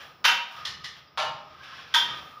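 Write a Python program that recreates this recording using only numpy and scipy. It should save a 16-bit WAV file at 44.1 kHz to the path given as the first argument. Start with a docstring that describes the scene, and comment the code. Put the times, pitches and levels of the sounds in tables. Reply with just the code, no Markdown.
"""A bare plastered room, close to a wall switch box: electrical wire is tugged through a conduit into it.
Grains and hiss make the insulation's scrape; clicks with a gritty slip make its snaps, through pipe resonances.
Stiff wires tick on the box rim, with pings, and clatter on the wall; the room answers contacts and scraping.
Narrow bands of noise make the hollow squeak and gliding squeals, random slips the judder of the slow pull.
Behind them lie low rumble, a person's dull shuffle and faint steady air."""
import sys
import numpy as np
from scipy import signal
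from scipy.fft import rfft, irfft, next_fast_len
from scipy.io import wavfile
from scipy.ndimage import uniform_filter1d, map_coordinates

SR = 44100
rng = np.random.default_rng(int(sys.argv[2]) if len(sys.argv) > 2 else 0)


def materialize(psi):
    """Save the field psi as 16-bit PCM at rate SR to the path in sys.argv[1].

    A 1-D psi becomes a single channel; in a 2-D psi each row is a channel.
    """
    bounded = np.clip(np.atleast_2d(psi).T, -1, 1)
    quanta = np.round(bounded * 32767).astype(np.int16)
    wavfile.write(sys.argv[1], SR, quanta)


N = 105840  # samples, 2.4 s


def amp(db):
    """Decibels to gain."""
    return 10 ** (np.asarray(db) / 20)


def unit(x):
    """Scaled to rms 1."""
    return x / np.sqrt(np.mean(x ** 2) + 1e-20)


def along(points, hz):
    """Values at hz, interpolated between (Hz, value) points on a log axis."""
    f, v = np.transpose(points)
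    return np.interp(np.log(hz + 1), np.log(f + 1), v)


def level(rows):
    """Gain per sample from (s, dB) rows."""
    return amp(np.interp(np.arange(N) / SR, *np.transpose(rows)))


def lifts(modes, hz):
    """Resonance peaks in dB; the width is where the lift has halved."""
    return sum(db / (1 + (2 * (hz - f) / width) ** 2) for f, width, db in modes)


def coloured(x, curve):
    """x through a causal minimum-phase filter whose gain in dB is curve(Hz)."""
    half = next_fast_len(len(x) // 2 + SR // 10)
    gain = amp(curve(np.fft.rfftfreq(2 * half, 1 / SR)))
    cepstrum = irfft(np.log(gain + 1e-7))
    # folding the cepstrum forward in time makes the filter causal
    cepstrum[1:half] *= 2
    cepstrum[half + 1:] = 0
    response = np.exp(rfft(cepstrum))
    return irfft(rfft(x, 2 * half) * response)[:len(x)]


def evened(x, size=45):
    """Levels the broad chance peaks of a one-second response, keeping its fine ripple."""
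    power = np.abs(uniform_filter1d(np.abs(rfft(x)) ** 2, size)) + 1e-12
    bins = np.fft.rfftfreq(len(x), 1 / SR)
    return coloured(x, lambda hz: -10 * np.log10(np.interp(hz, bins, power)))


def noise(body):
    """Noise of rms 1 with the given spectrum."""
    return unit(coloured(rng.standard_normal(N), lambda hz: along(body, hz)))


def room():
    """One second of room response: direct sound, near walls and a tail whose treble dies sooner than its bass."""
    # Decay of the plastered room. Each row: frequency in Hz, t60 in s.
    decay = [(200, 1), (900, 0.59), (1600, 0.51), (3200, 0.51), (5500, 0.42), (9000, 0.3), (15000, 0.33)]
    direct_db, early_db = -17.5, -2  # against the tail
    early_t60_s, echoes_per_s = 0.19, 4000

    hz, t, z = signal.stft(rng.standard_normal(SR), SR, nperseg=256)
    fading = z * amp(-60 * t / along(decay, hz)[:, None])
    tail = signal.istft(fading, SR, nperseg=256)[1][:SR]

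    echoes = rng.standard_normal(SR) * (rng.random(SR) < echoes_per_s / SR)
    walls = echoes * amp(-60 * np.arange(SR) / SR / early_t60_s)
    response = tail / np.linalg.norm(tail) + amp(early_db) * walls / np.linalg.norm(walls)
    response[0] += amp(direct_db)
    return response


def background():
    """Low rumble of the room, dull shuffle of the person moving and faint steady air, all shaped noise."""
    # Strength of the rumble and of the shuffle. Each row: time in s, level in dB.
    rumble_level = [(0, -60.5), (.5, -70.5), (.62, -56), (.76, -52), (.9, -58.5), (1.12, -66.5),
                    (1.3, -50.5), (1.5, -62.5), (1.8, -62), (2.1, -53.5), (2.4, -63)]
    shuffle_level = [(0, -62), (.1, -66), (.2, -62), (.31, -50.5), (.45, -71), (1.1, -67), (1.6, -61.5),
                     (1.9, -63), (2.0, -53), (2.17, -51), (2.3, -60), (2.4, -64)]
    # Spectra of rumble, shuffle and air. 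Each row: frequency in Hz, relative level in dB.
    rumble_body = [(20, -48), (40, -9), (55, -20), (68, -2), (82, 3.5), (100, -6.5), (135, 5), (165, 0.5),
                   (230, -17.5), (400, -14), (900, -30), (3000, -71)]
    shuffle_body = [(30, -55), (130, -4.5), (220, 3), (400, -1), (650, -2), (1100, -5), (3000, -80)]
    air_body = [(100, -9), (600, 7.5), (1300, 6), (2200, -1.5), (4200, -8), (5400, 7), (6500, -33),
                (15000, -15)]
    air_db = -62.5

    rumble = noise(rumble_body) * level(rumble_level)
    shuffle = noise(shuffle_body) * level(shuffle_level)
    return rumble + shuffle + amp(air_db) * noise(air_body)


def squeak():
    """Friction keeps one narrow resonance of the pipe sounding: a hollow squeak made of narrow noise."""
    # Strength of the squeak. Each row: time in s, level in dB.
    strength = [(0, -53.5), (.1, -54.5), (.18, -59.5), (.45, -58), (.62, -41.5), (.72, -49), (.95, -55.5),
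                (1.08, -64), (1.45, -52), (1.8, -55), (1.91, -61), (2.1, -41), (2.28, -50), (2.35, -46.5),
                (2.4, -45.5)]
    centre_hz, half_width_hz = 1243.5, 49  # 6 dB down at the half width

    band = lambda hz: -20 * np.log10(1 + ((hz - centre_hz) / half_width_hz) ** 2)
    return unit(coloured(rng.standard_normal(N), band)) * level(strength)


def hoarse(pitch, half_width_hz):
    """A narrow band of noise of rms 1 around a gliding pitch: two slow noises on a cosine and a sine."""
    phase = 2 * np.pi * np.cumsum(pitch) / SR
    lowpass = lambda hz: -20 * np.log10(1 + (hz / half_width_hz) ** 2)  # 6 dB down at the half width
    waver = lambda: unit(coloured(rng.standard_normal(N), lowpass))
    return waver() * np.cos(phase) + waver() * np.sin(phase)


def glide(rows):
    """Uneven stick and slip around a gliding pitch, silent outside the rows' times."""
    s, pitch, db = np.transpose(rows)
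    t = np.arange(N) / SR
    sounding = (t > s[0]) & (t < s[-1])
    return hoarse(np.interp(t, s, pitch), 40) * level(list(zip(s, db))) * sounding  # half width 40 Hz


def whistle():
    """A thin high stick-slip squeak as the wire slackens."""
    # Path of the squeak. Each row: time in s, pitch in Hz, level in dB.
    path = [(1.04, 4990, -88), (1.09, 4850, -64), (1.125, 5050, -81), (1.17, 5050, -90)]
    return glide(path)


def squeal():
    """The slow pull draws a hoarse stick-slip squeal that rises as the wire tightens."""
    # Path of the squeal. Each row: time in s, pitch in Hz, level in dB.
    path = [(1.58, 1600, -72), (1.63, 1666, -55), (1.72, 1690, -52), (1.825, 1718, -50.5), (1.9, 1700, -64)]
    return glide(path)


def drag():
    """The slow pull judders on the pipe wall: irregular slips keep a few narrow resonances ringing."""
    # Strength of the judder. Each row: time in s, level in dB.
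    strength = [(1.52, -81), (1.61, -48.5), (1.7, -47.5), (1.77, -52), (1.825, -48), (1.87, -56.5),
                (1.93, -52), (2, -94)]
    # Pipe resonances. Each row: frequency in Hz, half width in Hz (6 dB down), relative level in dB.
    modes = [(1068, 22, -2.5), (1308, 21, -0.5), (1558, 32, 0)]
    slips_per_s = 180  # on average

    slips = (rng.random(N) < slips_per_s / SR) * rng.standard_normal(N)
    peaks = lambda hz: sum(amp(db) / (1 + ((hz - f) / width) ** 2) for f, width, db in modes)
    return unit(coloured(slips, lambda hz: 20 * np.log10(peaks(hz)))) * level(strength)


def scrape(body, strokes):
    """Tiny slips of the insulation over a soft hiss, in uneven spurts, heard through the room."""
    grains_per_s, grain_spread_db = 700, 3
    hiss_db = -3  # against the grains
    uneven_db, uneven_per_s = 1.5, 70  # the grip comes and goes

    hits = (rng.random(N) < grains_per_s / SR) * rng.standard_normal(N)
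    grains = hits * amp(grain_spread_db * rng.standard_normal(N))
    rough = unit(grains) + amp(hiss_db) * rng.standard_normal(N)
    friction = coloured(rough, lambda hz: along(body, hz))

    knots = rng.standard_normal(size=512)
    grip = amp(uneven_db * map_coordinates(knots, [np.arange(N) * uneven_per_s / SR]))
    return signal.fftconvolve(unit(friction * grip) * level(strokes), evened(room()))[:N]


def brushing():
    """Brighter brushing of the wire over the box rim, grains of friction with more treble."""
    # Strokes over the rim. Each row: time in s, level in dB.
    strokes = [(0, -46.5), (0.081, -57), (.17, -65), (.48, -59), (.55, -49.5), (.63, -61), (.75, -70),
               (.79, -59), (.92, -76), (.98, -55.5), (1.04, -93), (1.56, -72), (1.65, -61), (1.8, -85),
               (1.87, -67), (2.1, -58.5), (2.2, -50), (2.31, -52), (2.4, -61)]
    # Spectrum of the brushing. 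Each row: frequency in Hz, relative level in dB.
    body = [(30, -57), (200, -30), (600, 6.5), (1500, 2), (2700, 0.5), (4000, -4), (5600, -11),
            (6800, -15.5), (10000, -14.5), (15000, -15)]
    return scrape(body, strokes)


def rubbing():
    """Insulation rubs along the pipe in pulls, grains of friction in a hollow spectrum."""
    # Strokes in the pipe. Each row: time in s, level in dB.
    strokes = [(0, -31.5), (0.069, -85), (.15, -79), (.46, -49.5), (.55, -43.5), (.63, -48), (.78, -68),
               (.96, -52), (1.03, -68.5), (1.42, -54), (1.57, -54), (1.62, -45.5), (1.81, -44.5),
               (1.86, -54), (1.928, -42.5), (2.149, -41), (2.3, -63.5), (2.4, -62)]
    # Spectrum of the rubbing. Each row: frequency in Hz, relative level in dB.
    body = [(30, -54), (150, -33.5), (500, -6.5), (900, -4), (1100, 1.5), (1400, 1), (1650, 1.5),
            (2050, -1.5), (3400, 0.5), (4300, -7.5), (5500, -6), (6500, -23.5), (10000, -25.5),
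            (15000, -33)]
    return scrape(body, strokes)


def contact(s, db, curve):
    """A click and a short gritty slip, ringing in a body and in the room; db is the rms of its first 50 ms."""
    slip_decay_s, slip_db = 0.0014, 0.5  # slip energy against the click
    ripple_db, ripple_spacing_hz = 2.31, 70.7  # dense chance resonances, full strength above 4500 Hz

    t = np.arange(SR // 20) / SR
    slip = rng.standard_normal(len(t)) * np.exp(-t / slip_decay_s)
    slip *= amp(slip_db) / np.linalg.norm(slip)
    slip[0] += 1  # the click

    knots = rng.standard_normal(size=1024)
    chance = lambda hz: map_coordinates(knots, [hz / ripple_spacing_hz])
    ripple = lambda hz: ripple_db * along([(2000, 0), (4500, 1)], hz) * chance(hz)
    in_room = evened(signal.fftconvolve(slip, room())[:SR])
    ring = coloured(in_room, lambda hz: curve(hz) + ripple(hz))
    return np.pad(amp(db) * ring / ring[:len(t)].std(), (round(s * SR), N))[:N]


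def clatter():
    """The slack wire clatters on the wall: a quick run of duller knocks."""
    # Knocks. Each row: start in s, level in dB.
    knocks = [(1.1745, -32), (1.179, -29.5), (1.190, -31), (1.1965, -30.5), (1.222, -34.5), (1.229, -35.5),
              (1.250, -41)]
    # Spectrum of a knock. Each row: frequency in Hz, relative level in dB.
    body = [(30, -55), (120, -36), (330, -20), (550, -4), (800, -9.5), (1350, -0.5), (2000, -5), (3200, 0),
            (5000, -8), (7000, -21), (10000, -24.5), (15000, -40)]
    # Resonances of a knock. Each row: frequency in Hz, width in Hz, lift in dB.
    modes = [(625, 62, 13.5), (756, 56, 14.5), (812, 46, 13.5), (926, 102, 18), (1065, 25, 14.5),
             (1183, 45, 6.5), (1250, 155, 7.5), (1369.5, 36, 13.5), (1750, 90, 11.5), (2280, 70, 5.5),
             (2906, 21, 10), (5860, 43, 8.5)]

    colour = lambda hz: along(body, hz) + lifts(modes, hz)
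    return sum(contact(s, db, colour) for s, db in knocks)


def ping(s, pitch, db):
    """One short, slightly unsteady ring of the box rim: a decaying sine whose phase wanders."""
    t60_s, line_width_hz = 0.17, 41  # the wander alone spreads the tone this wide

    t = np.arange(SR // 4) / SR
    drift = np.cumsum(rng.standard_normal(len(t))) * np.sqrt(2 * np.pi * line_width_hz / SR)
    ring = amp(db - 60 * t / t60_s) * np.sin(2 * np.pi * pitch * t + drift)
    return np.pad(ring, (round(s * SR), N))[:N]


def ticks():
    """Light touches of the wire on the box rim: small bright double contacts, each with its ping."""
    # Touches. Each row: start in s, level in dB, ping pitch in Hz, ping starting amplitude in dB.
    touches = [(0.6515, -36, 1960, -50), (0.6537, -34, 3400, -31), (0.8383, -51, 3300, -58),
               (.843, -37, 1904, -35)]
    # Spectrum of a touch. Each row: frequency in Hz, relative level in dB.
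    body = [(30, -54), (200, -30), (700, -16.5), (1100, -5.5), (1400, -11), (1850, -4), (2450, -8),
            (3400, -1), (4700, -5), (5300, -3), (6500, -17), (9500, -20.5), (13000, -31), (15000, -37)]
    # Resonances of a touch. Each row: frequency in Hz, width in Hz, lift in dB.
    modes = [(1510, 56, 8), (1785, 107, 8), (2010, 230, 5), (2947, 59, 10.5), (3270, 23, 8.5),
             (3580, 150, 3.5), (4100, 200, 5.5), (5180, 45, 7.5)]

    colour = lambda hz: along(body, hz) + lifts(modes, hz)
    return sum(contact(s, db, colour) + ping(s, pitch, ping_db) for s, db, pitch, ping_db in touches)


def snaps():
    """The caught wire jumps free and rings the conduit, coloured by where it caught."""
    # Releases. Each row: start in s, level in dB, place from 0 deep in the pipe to 1 at its mouth,
    # tilt in dB per octave.
    releases = [(0.2424, -22, 0.17, -2), (0.2507, -16.5, 0.043, -0.13), (.273, -26.5, 0.15, -3),
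                (1.9403, -23.5, 0.86, 0.5), (1.9446, -17.5, 0.86, 0.46)]
    # Spectrum of a snap. Each row: frequency in Hz, relative level in dB deep in the pipe, and at its mouth.
    deep_and_mouth = [(30.2, -88, -49), (124, -34, -18), (337, -34, -17), (657, -21.5, -10),
                      (885, -13.5, -3.5), (1380, -5, -8), (2190, -1.5, 1), (2800, 1, 2), (3210, -1, -1.5),
                      (3950, -4.5, 0), (5550, -8.5, -1), (7320, -21.5, -12.5), (10200, -19.5, -12),
                      (15100, -28.5, -22.5)]
    # Resonances of conduit and box. Each row: frequency in Hz, width in Hz, lift in dB deep in the pipe,
    # lift in dB at its mouth.
    conduit = [(210, 50, 14.5, 1), (541, 62, 13, 0), (769, 43, 18, -1), (947.7, 96, 21, 25.5),
               (1139, 11, 8, 17), (1263.5, 95, 11.5, 22.5), (1466, 65, 8.5, 6.5), (1558, 113, 6.5, 23),
               (1650, 74, 2, 6.5), (1870, 150, 2, 14.5), (2709, 29, 11.5, -23), (3075, 107, 11, 4),
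               (3172, 96, -1, 23), (3423, 173, -1.5, 21), (3635, 136, 3.5, 13.5)]

    def colour(hz, place, tilt):
        """Spectrum in dB between the deep and the mouth colour."""
        mix = [1 - place, place]
        body = [(f, np.dot(db, mix)) for f, *db in deep_and_mouth]
        modes = [(f, width, np.dot(db, mix)) for f, width, *db in conduit]
        octaves = np.log2(np.maximum(hz / 2000, .25))  # from 2000 Hz, flat below 500 Hz
        return along(body, hz) + lifts(modes, hz) + tilt * octaves

    return sum(contact(s, db, lambda hz: colour(hz, place, tilt)) for s, db, place, tilt in releases)


def scene():
    """All sources at one microphone."""
    friction = squeak() + whistle() + squeal() + drag() + brushing() + rubbing()
    contacts = clatter() + ticks() + snaps()
    return (background() + friction + contacts)[None]


def record(dry):
    """The microphone's uneven treble, then its band limit."""
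    # Treble of the microphone. Each row: frequency in Hz, gain in dB.
    treble = [(6500, -1.5), (7300, -3), (8000, -17), (8900, -7.5), (12000, -6), (13600, -7.5), (14800, 4.5),
              (15500, 3)]
    top_hz = 15550

    x = coloured(dry[0], lambda hz: along(treble, hz))
    passed = np.fft.rfftfreq(2 * N, 1 / SR) < top_hz
    return irfft(rfft(x, 2 * N) * passed)[None, :N]


dry = scene()
out = record(dry)
materialize(out)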